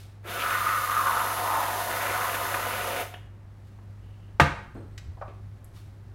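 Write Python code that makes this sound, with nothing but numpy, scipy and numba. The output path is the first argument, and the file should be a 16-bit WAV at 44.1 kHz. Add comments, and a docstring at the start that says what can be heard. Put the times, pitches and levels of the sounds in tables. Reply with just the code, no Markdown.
"""A hand brushes softly over a low appliance hum, then whipped cream is sprayed onto a plate in a kitchen.
Turbulent gas hisses at the nozzle of the aerosol can and bursts through the foam, ringing a gas pocket
whose hollow note sinks and blurs as the heap grows. The valve snaps shut and the can is put down hard,
exciting the modes of can and worktop. Light taps, the faint ring of a knife and a padded bump follow."""
import sys
import numpy as np
from scipy import signal
from scipy.fft import rfft, irfft, next_fast_len
from scipy.io import wavfile
from scipy.ndimage import map_coordinates
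from numba import njit

SR = 44100
rng = np.random.default_rng(int(sys.argv[2]) if len(sys.argv) > 2 else 0)


def persist_wave(psi):
    """Save psi, clipped to +-1, as 16-bit WAV."""
    counts = np.round(np.clip(psi, -1, 1) * 32767).astype(np.int16)
    wavfile.write(sys.argv[1], SR, np.atleast_2d(counts).T)


N = 271082
TIME = np.arange(N) / SR


def from_db(db):
    """Decibels to amplitude ratio."""
    return 10 ** (np.asarray(db) / 20)

def rms_one(x):
    """Normalisation to unit rms."""
    return x / np.sqrt(np.mean(x ** 2) + 1e-20)

def in_time(rows):
    """Linear interpolation over time, one curve per value column."""
    times_s, *columns = np.transpose(rows)
    return [np.interp(TIME, times_s, column) for column in columns]

def at_hz(points, hz):
    """Interpolation on a log-frequency axis."""
    known_hz, values = np.transpose(points)
    return np.interp(np.log(np.maximum(hz, 1)), np.log(known_hz), values)

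def band(x, low_hz, high_hz):
    """Causal band-pass filtering."""
    edges_hz = [low_hz, min(high_hz, SR / 2 - 1)]
    return signal.sosfilt(signal.butter(2, edges_hz, "band", fs=SR, output="sos"), x)

def around(x, hz, width_ratio):
    """Band-pass filtering with a bandwidth proportional to the centre frequency."""
    return band(x, hz / (1 + width_ratio / 2), hz * (1 + width_ratio / 2))

def coloured(x, spectrum):
    """Spectral shaping by a table of relative levels; unit rms."""
    size = next_fast_len(len(x))
    gain = from_db(at_hz(spectrum, np.fft.rfftfreq(size, 1 / SR)))
    return rms_one(irfft(rfft(x, size) * gain, size)[:len(x)])

def drift(per_s):
    """Random modulation: lines joining values of unit spread."""
    knots = rms_one(rng.standard_normal(4096))
    return np.interp(TIME * per_s, np.arange(len(knots)), knots)

def swell(peak_s, spread_s):
    """Bell-shaped envelope."""
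    return np.exp(-.5 * ((TIME - peak_s) / spread_s) ** 2)

def decay(t60_s, size):
    """Exponential decay over `size` samples."""
    return from_db(-60 * TIME[:size] / t60_s)

def impulses(rows):
    """Ideal impacts from rows of (start_s, level_db)."""
    out = np.zeros(N)
    for start_s, db in rows:
        out[round(start_s * SR)] += from_db(db)
    return out

def shot_noise(per_s, size_db, clump_db):
    """Shot noise: impulses at random times, uneven in size and louder in short clumps."""
    born = rng.random(N) < per_s / SR
    sizes = from_db(size_db * np.minimum(rng.exponential(1, N), 3) + clump_db * drift(130))
    return born * sizes * rng.choice([-1, 1], N)

def ring(force, modes):
    """Modal superposition: each mode answers an impulse with a damped sine."""
    out = 0
    for k, (hz, db, t60_s) in enumerate(modes):
        radius, angle = from_db(-60 / (t60_s * SR)), 2 * np.pi * hz / SR
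        feedback = [1, -2 * radius * np.cos(angle), radius ** 2]
        out += (-1) ** k * from_db(db) * signal.lfilter([0, np.sin(angle)], feedback, force + 1e-18)
    return out

@njit
def moving_resonance(x, pole):
    """A resonator with a moving pole and constant noise power."""
    out, state = np.zeros(len(x)), 0j
    for i in range(len(x)):
        state = state * pole[i] + x[i] * np.sqrt(1 - abs(pole[i]) ** 2)
        out[i] = state.real
    return out

def resonate(x, hz, width_hz):
    """Forced resonance with variable centre and bandwidth."""
    return moving_resonance(x, np.exp((2j * hz - np.abs(width_hz)) * np.pi / SR))


# hands brushing can and cloth: peak_s, level_db, rise_s, t60_s
BRUSHES = [(0.0, -55, .01, 0.47), (3.67, -74, 0.019, 0.18), (5.765, -58.5, 0.016, 0.36)]
# friction spectrum: frequency_hz, relative_db
RUSTLE_SPECTRUM = [(800, -6.5), (2500, -1.5), (4500, -3), (7000, -8.5), (11000, -9.5), (15000, -14.5)]

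def rustle(moving_s=3.38, moving_rise_s=.2, moving_db=-75.5):
    """Friction sheds tiny impulses: brief brushes, and a faint bed once the cook moves about."""
    level = from_db(moving_db) * np.clip((TIME - moving_s) / moving_rise_s, 0, 1)
    for peak_s, db, rise_s, t60_s in BRUSHES:
        age_s = TIME - peak_s
        level += from_db(db) * np.exp(np.minimum(age_s / rise_s, -np.log(1000) * age_s / t60_s))
    return level * coloured(shot_noise(per_s=4600, size_db=3, clump_db=1), RUSTLE_SPECTRUM)

# appliance partials: pitch_hz, level_db, waver_db
HUM_PARTIALS = [(100.4, -45.5, 0.5), (54, -56, 1), (200.6, -69, 5)]

def hum():
    """An appliance's low partials waver by amplitude and phase modulation."""
    out = np.zeros(N)
    for hz, db, waver_db in HUM_PARTIALS:
        amplitude = np.sqrt(2) * from_db(db + waver_db * drift(9.8))
        out += amplitude * np.sin(2 * np.pi * hz * TIME + 0.36 * drift(12))
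    return out

# still air of the room: frequency_hz, relative_db
AIR_SPECTRUM = [(15, -54), (25, -15.5), (102, -10), (161, -20), (200, -24), (335, -29.5), (394, -28),
                (427, -34), (531, -32.5), (1890, -41.5), (2910, -50.5), (3250, -51), (16000, -65.5)]
# low rumble against the still air: time_s, gain_db
RUMBLE_GAIN = [(1.9, -10), (2.3, -5), (4.2, -2), (4.6, 6), (6.15, -3)]

def room_air(level_db=-60.5):
    """Broadband ambient noise, whose low rumble grows as the cook moves about."""
    air = coloured(rng.standard_normal(N), AIR_SPECTRUM)
    air /= np.std(band(air, 300, 15000))
    rumble_db, = in_time(RUMBLE_GAIN)
    rumble = from_db(rumble_db) * signal.sosfilt(signal.butter(2, 115, fs=SR, output="sos"), air)
    upper = signal.sosfilt(signal.butter(2, 170, "high", fs=SR, output="sos"), air)
    return from_db(level_db) * (upper - rumble)

def valve_gate(release_db_per_s, lag_s=0, open_s=0.21, close_s=3.014, attack_s=0.082):
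    """The valve throttles a stream: quadratic rise, hold, then exponential decay."""
    opening = np.clip((TIME - open_s - lag_s) / attack_s, 0, 1) ** 2
    return opening * from_db(-release_db_per_s * np.maximum(TIME - close_s, 0))

# resonance of the gas pocket in front of the nozzle: time_s, pitch_hz, width_hz
GAS_POCKET = [(.3, 1310, 450), (.7, 1204, 102), (.98, 1170, 131), (1.22, 1110, 318), (1.4, 957, 318),
              (1.82, 890, 420), (2.05, 1140, 1050), (2.33, 1073, 282), (2.62, 1110, 600),
              (3.03, 1050, 1140)]
# the pocket's hollow note between surges: time_s, level_db
NOTE_LEVEL = [(.3, -41.5), (.48, -29.5), (1.0, -25), (1.42, -30.5), (1.95, -32.5), (2.46, -31.5),
              (3.02, -38)]
# surges of cream: peak_s, spread_s, note_lift_db, crackle_lift_db
SURGES = [(.52, .075, 2.5, 4.5), (0.714, 0.037, 6.5, 3.5), (0.964, 0.077, 3.5, 0), (1.167, 0.06, 2.5, 2.5),
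          (1.58, 0.066, 7, 5.5), (2.044, 0.093, 1, 6.5), (2.55, 0.18, 0.9, 4)]
# large bubbles bursting: frequency_hz, relative_db
SPLUTTER_SPECTRUM = [(100, -52), (220, -9), (350, -3.5), (520, 3), (610, -3), (700, 7), (800, -4.5),
                     (1200, -9), (2500, -22.5)]
# small bubbles bursting: frequency_hz, relative_db
CRACKLE_SPECTRUM = [(900, -6.5), (1400, 5), (1800, 7), (2300, -0.5), (2800, -1), (3300, -11), (3650, -12),
                    (4400, -28), (8000, -18.5)]

def foam(note_gain_db=0.48, gurgle_db=1, skirt_ratio=7.3, upper_ratio=1.657):
    """Cavity resonance: bursting bubbles ring a gas pocket; large ones splutter, small ones crackle."""
    steady_db, = in_time(NOTE_LEVEL)
    pocket_hz, width_hz = in_time(GAS_POCKET)
    note_lift_db, crackle_lift_db = sum(
        np.outer(lifts_db, swell(peak_s, spread_s)) for peak_s, spread_s, *lifts_db in SURGES)
    swing_db = steady_db - np.mean(NOTE_LEVEL, axis=0)[1]
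    # a deeper or leakier pocket splutters more
    deep_octaves, leaky_octaves = np.log2(1134 / pocket_hz), np.log2(width_hz / 480)
    splutter_db = -40.5 + 7.5 * deep_octaves + 2.5 * leaky_octaves + 0.15 * (swing_db + note_lift_db)
    crackle_db = -41 + 0.3 * leaky_octaves + 0.4 * swing_db + crackle_lift_db

    pops = shot_noise(per_s=1900, size_db=2.5, clump_db=0.5)
    hollow = resonate(pops, pocket_hz, width_hz)
    # a second, wider pass steepens the skirts of the note
    hollow = resonate(hollow, pocket_hz, skirt_ratio * width_hz) * np.sqrt(width_hz)
    note_db = steady_db + note_lift_db + note_gain_db + gurgle_db * drift(16)
    note = from_db(note_db) * rms_one(band(hollow, 707, 2010))
    upper_mode = resonate(pops, upper_ratio * pocket_hz, width_hz=380)
    overtone = from_db(crackle_db - 2) * rms_one(band(upper_mode, 990, 3740))
    splutter = coloured(shot_noise(per_s=1200, size_db=3, clump_db=2), SPLUTTER_SPECTRUM)
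    crackle = coloured(shot_noise(per_s=2800, size_db=2.5, clump_db=4), CRACKLE_SPECTRUM)
    return note + overtone + from_db(splutter_db) * splutter + from_db(crackle_db) * crackle

# spits at the nozzle: peak_s, spread_s, pitch_hz, level_db
SPITS = [(0.31, 0.11, 450, -45), (0.314, 0.048, 2770, -42), (0.409, 0.022, 2630, -34),
         (2.96, 0.29, 2480, -40), (3, 0.2, 520, -41)]

def spits():
    """Trapped gas breaks out as band-limited shot noise, low when wet and high when dry."""
    spatter = shot_noise(per_s=3000, size_db=1, clump_db=2.5)
    return sum(from_db(db) * swell(peak_s, spread_s) * rms_one(around(spatter, hz, width_ratio=0.52))
               for peak_s, spread_s, hz, db in SPITS)

# hiss of the gas flow under the finger: time_s, level_db
FLOW_LEVEL = [(.3, -43), (.5, -39), (1.2, -38.5), (2.37, -38), (3.02, -41.5)]
# jet turbulence: frequency_hz, relative_db
HISS_SPECTRUM = [(1500, -25.5), (3000, 4), (4500, 0), (5500, -2.5), (6500, 0), (8200, -6.5), (9500, 1),
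                 (11400, 3), (13300, 1), (15700, -4.5)]
# half whistles of the nozzle slit, against the hiss: peak_s, spread_s, pitch_hz, relative_db
WHISTLES = [(.85, .1, 13700, -12), (1.25, .22, 11200, -6.5), (2.42, .17, 12200, -12)]

def jet(bounce_s=0.00096, bounce_db=-17, sway_ratio=.012):
    """Turbulence hisses in the slit and interferes with its echo off the board as the hand sways."""
    flow_db, = in_time(FLOW_LEVEL)
    turbulence, whistle = rng.standard_normal(N), np.zeros(N)
    for peak_s, spread_s, hz, db in WHISTLES:
        tone = rms_one(resonate(turbulence, np.full(N, hz), width_hz=330))
        whistle += from_db(db) * swell(peak_s, spread_s) * tone
    level = from_db(flow_db + 0.67 * drift(90)) * valve_gate(release_db_per_s=177, lag_s=0.017)
    hiss = level * (coloured(rng.standard_normal(N), HISS_SPECTRUM) + whistle)
    delay_s = bounce_s * (1 + sway_ratio * drift(3.65))
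    return hiss + from_db(bounce_db) * map_coordinates(hiss, [(TIME - delay_s) * SR], order=3)

# peaks and notches from plate and board: centre_hz, width_hz, gain_db
PLATE_BANDS = [(451, 22, -8), (567, 110, 2), (726, 33, 3.5), (798, 31, -9.5), (1138, 49, -11),
               (1224, 67, 3), (1431, 36, -15.5), (1452, 87, 10.5), (1548, 22, -16), (3260, 62, 6.5),
               (3230, 250, -6.5), (3620, 120, 6), (3940, 130, -1)]

def plate(x):
    """Interference with nearby reflections lifts or hollows the spray, one peaking filter a band."""
    for hz, width_hz, db in PLATE_BANDS:
        damping, gain = np.pi * width_hz / SR, from_db(db / 2)
        tuning = -2 * np.cos(2 * np.pi * hz / SR)
        x = signal.lfilter([1 + damping * gain, tuning, 1 - damping * gain],
                           [1 + damping / gain, tuning, 1 - damping / gain], x)
    return x

# valve, hand and cutlery contacts: start_s, level_db, low_hz, high_hz, high_gain_db, width_ratio, t60_s
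TAPS = [(0.247, -43.5, 304, 1090, -7, 1, 0.44), (3.139, -36, 603, 1680, -4.5, 1, 0.027),
        (3.142, -38.5, 2910, 1690, 0.5, 0.15, 0.025), (3.787, -52, 910, 1380, -7, 0.57, 0.034),
        (4.75, -39, 295, 1090, -14.5, 0.94, 0.39), (4.978, -41.5, 2100, 4770, -2, 0.78, 0.049),
        (4.98, -63, 8000, 13000, 1.5, 0.53, 0.055), (5.171, -47.5, 740, 1100, -10, 0.56, 0.066),
        (5.212, -36.5, 664, 1150, -5, 0.47, 0.12), (5.220, -36, 700, 1100, 2.5, 0.31, 0.066),
        (5.279, -48, 424, 1990, -9, 0.93, 0.2), (5.644, -53.5, 8850, 10400, 1, 0.44, 0.031),
        (5.765, -54, 1210, 4200, -10.5, 0.31, .06)]

def taps():
    """Each light impact excites two damped resonances, heard as decaying bands of noise."""
    out, size = np.zeros(N), SR // 4
    for start_s, db, low_hz, high_hz, high_gain_db, width_ratio, t60_s in TAPS:
        envelope = decay(t60_s, size)
        low, high = [rms_one(around(rng.standard_normal(size), hz, width_ratio) * envelope)
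                     for hz in (low_hz, high_hz)]
        level = from_db(db) * np.sqrt(np.mean(envelope ** 2))
        start = round(start_s * SR)
        out[start:start + size] += level * (low + from_db(high_gain_db) * high)[:N - start]
    return out

# valve stem: pitch_hz, level_db, t60_s
STEM_MODES = [(2870, -44.5, 0.11)]

def valve_ping(start_s=3.141):
    """Free vibration of the stem after the valve snaps shut."""
    return ring(impulses([(start_s, 0)]), STEM_MODES)

def can_scrape(level_db=-70.5):
    """Narrow-band friction noise: a faint, thin, uneven scrape as the can is handled."""
    envelope = np.interp(TIME, [4.0, 4.06, 4.25, 4.42], [0, 1, 1, 0])
    level = envelope * from_db(level_db + 3 * drift(30))
    return level * rms_one(band(rng.standard_normal(N), 2700, 3100))

# crack of the can's rim on the worktop: frequency_hz, relative_db
CRACK_SPECTRUM = [(150, -19), (400, -2.5), (1000, 2), (1700, 0.5), (2600, -7.5), (3600, -13.5), (5000, -19),
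                  (7000, -25), (11000, -31.5), (16000, -39.5)]

def rim_crack(level_db=-8.5, t60_s=0.088):
    """Modal overlap: so many stiff modes sound at once that their spectrum is smooth."""
    size = SR // 2
    burst = rng.standard_normal(size) * decay(t60_s, size) * np.minimum(TIME[:size] / .002, 1)
    phase = np.angle(rfft(burst))
    magnitude = from_db(at_hz(CRACK_SPECTRUM, np.fft.rfftfreq(size, 1 / SR)))
    crack = irfft(magnitude * np.exp(1j * phase))[:size // 2]
    crack *= np.linalg.norm(burst) / np.linalg.norm(crack)
    return from_db(level_db) * crack * np.minimum(TIME[:size // 2] / .0005, 1)

# the rim lands, then the base rocks flat: start_s, level_db
CAN_IMPACTS = [(4.3985, -0.5), (4.4030, -6), (4.4112, -16)]
# can against the worktop: pitch_hz, level_db, t60_s
CAN_MODES = [(237.5, -28.5, 0.077), (285, -30.5, 0.55), (333.6, -24.5, 0.11), (404, -28.5, 0.12),
             (475, -17.5, .08), (635, -20.5, 0.04), (926, -22.5, 0.062), (1210, -13.5, 0.13),
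             (1576, -22, 0.14), (1880, -27, 0.12), (2153, -18, 0.036), (2370, -28.5, 0.077),
             (2720, -23, 0.06), (3063, -28.5, 0.065)]
# slow bending of the worktop: pitch_hz, level_db, t60_s
WORKTOP_MODES = [(56, -34, 0.64), (80, -16.5, 0.24), (144.6, -14, 0.22), (198.2, -24.5, 0.25)]

def can_knock(push_hz=900, push_t60_s=0.0057):
    """Impact excitation: the steel rim cracks and rings, then the settling base bends the worktop."""
    landing = impulses(CAN_IMPACTS[:1])
    settling = impulses([(CAN_IMPACTS[-1][0], 0)])
    push = ring(impulses(CAN_IMPACTS), [(push_hz, 0, push_t60_s)])
    crack = signal.fftconvolve(landing, rim_crack())[:N]
    return ring(landing, CAN_MODES) + ring(settling, WORKTOP_MODES) - push + crack

# knife blade: pitch_hz, level_db, t60_s
BLADE_MODES = [(4200, -71, 1.1), (6600, -73, .25), (7650, -70, .15), (8350, -71.5, .9), (8950, -69, .14),
               (9900, -70, .25), (13050, -75, .7)]

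def knife(start_s=4.745):
    """A nudged knife gives a faint, high, diffuse ring; random modulation broadens each mode."""
    nudge = impulses([(start_s, 0)])
    return sum(ring(nudge, [mode]) * drift(180) for mode in BLADE_MODES)

# an arm meeting the worktop: start_s, level_db
ARM_IMPACTS = [(5.074, -6), (5.085, -3)]
# resonance under the arm: pitch_hz, level_db, t60_s
BUMP_MODES = [(86.4, -26.5, 0.13)]

def arm_bump():
    """A padded impact excites only a low mode."""
    return ring(impulses(ARM_IMPACTS), BUMP_MODES)

# reverberation time of the kitchen: frequency_hz, t60_s
ROOM_T60 = [(200, 0.41), (1200, 0.53), (3000, 0.49), (7000, 0.46), (14000, 0.25)]

def kitchen(x, wet_db, build_s=0.0081):
    """Reverberation: dense wall reflections build up, then die away, the highest treble first."""
    echo = np.zeros(SR)
    edges_hz = np.geomspace(140, 17000, 9)
    for low_hz, high_hz in zip(edges_hz, edges_hz[1:]):
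        t60_s = at_hz(ROOM_T60, np.sqrt(low_hz * high_hz))
        echo += band(rng.standard_normal(SR), low_hz, high_hz) * decay(t60_s, SR)
    echo *= np.clip(TIME[:SR] / build_s, 0, 1)
    return x + from_db(wet_db) * signal.fftconvolve(x, echo / np.linalg.norm(echo))[:N]

def scene():
    """Superposition: the spray is near; knock and taps, further off, carry more reverberation."""
    scrape = can_scrape()
    cream = (foam() + spits()) * valve_gate(release_db_per_s=397)
    near = kitchen(plate(cream + jet()) + valve_ping() + scrape, wet_db=-9.5)
    far = kitchen(can_knock(), wet_db=-8.5) + kitchen(taps() + knife() + rustle(), wet_db=-8)
    return (near + far + arm_bump() + hum() + room_air())[None]

def record(dry, ceiling=.95, cutoff_hz=15800):
    """Soft saturation rounds the highest peaks; a steep low-pass removes the top treble."""
    rounded = dry / (1 + (dry / ceiling) ** 6) ** (1 / 6)
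    return signal.sosfilt(signal.ellip(12, .1, 90, cutoff_hz, fs=SR, output="sos"), rounded)


dry = scene()
out = record(dry)
persist_wave(out)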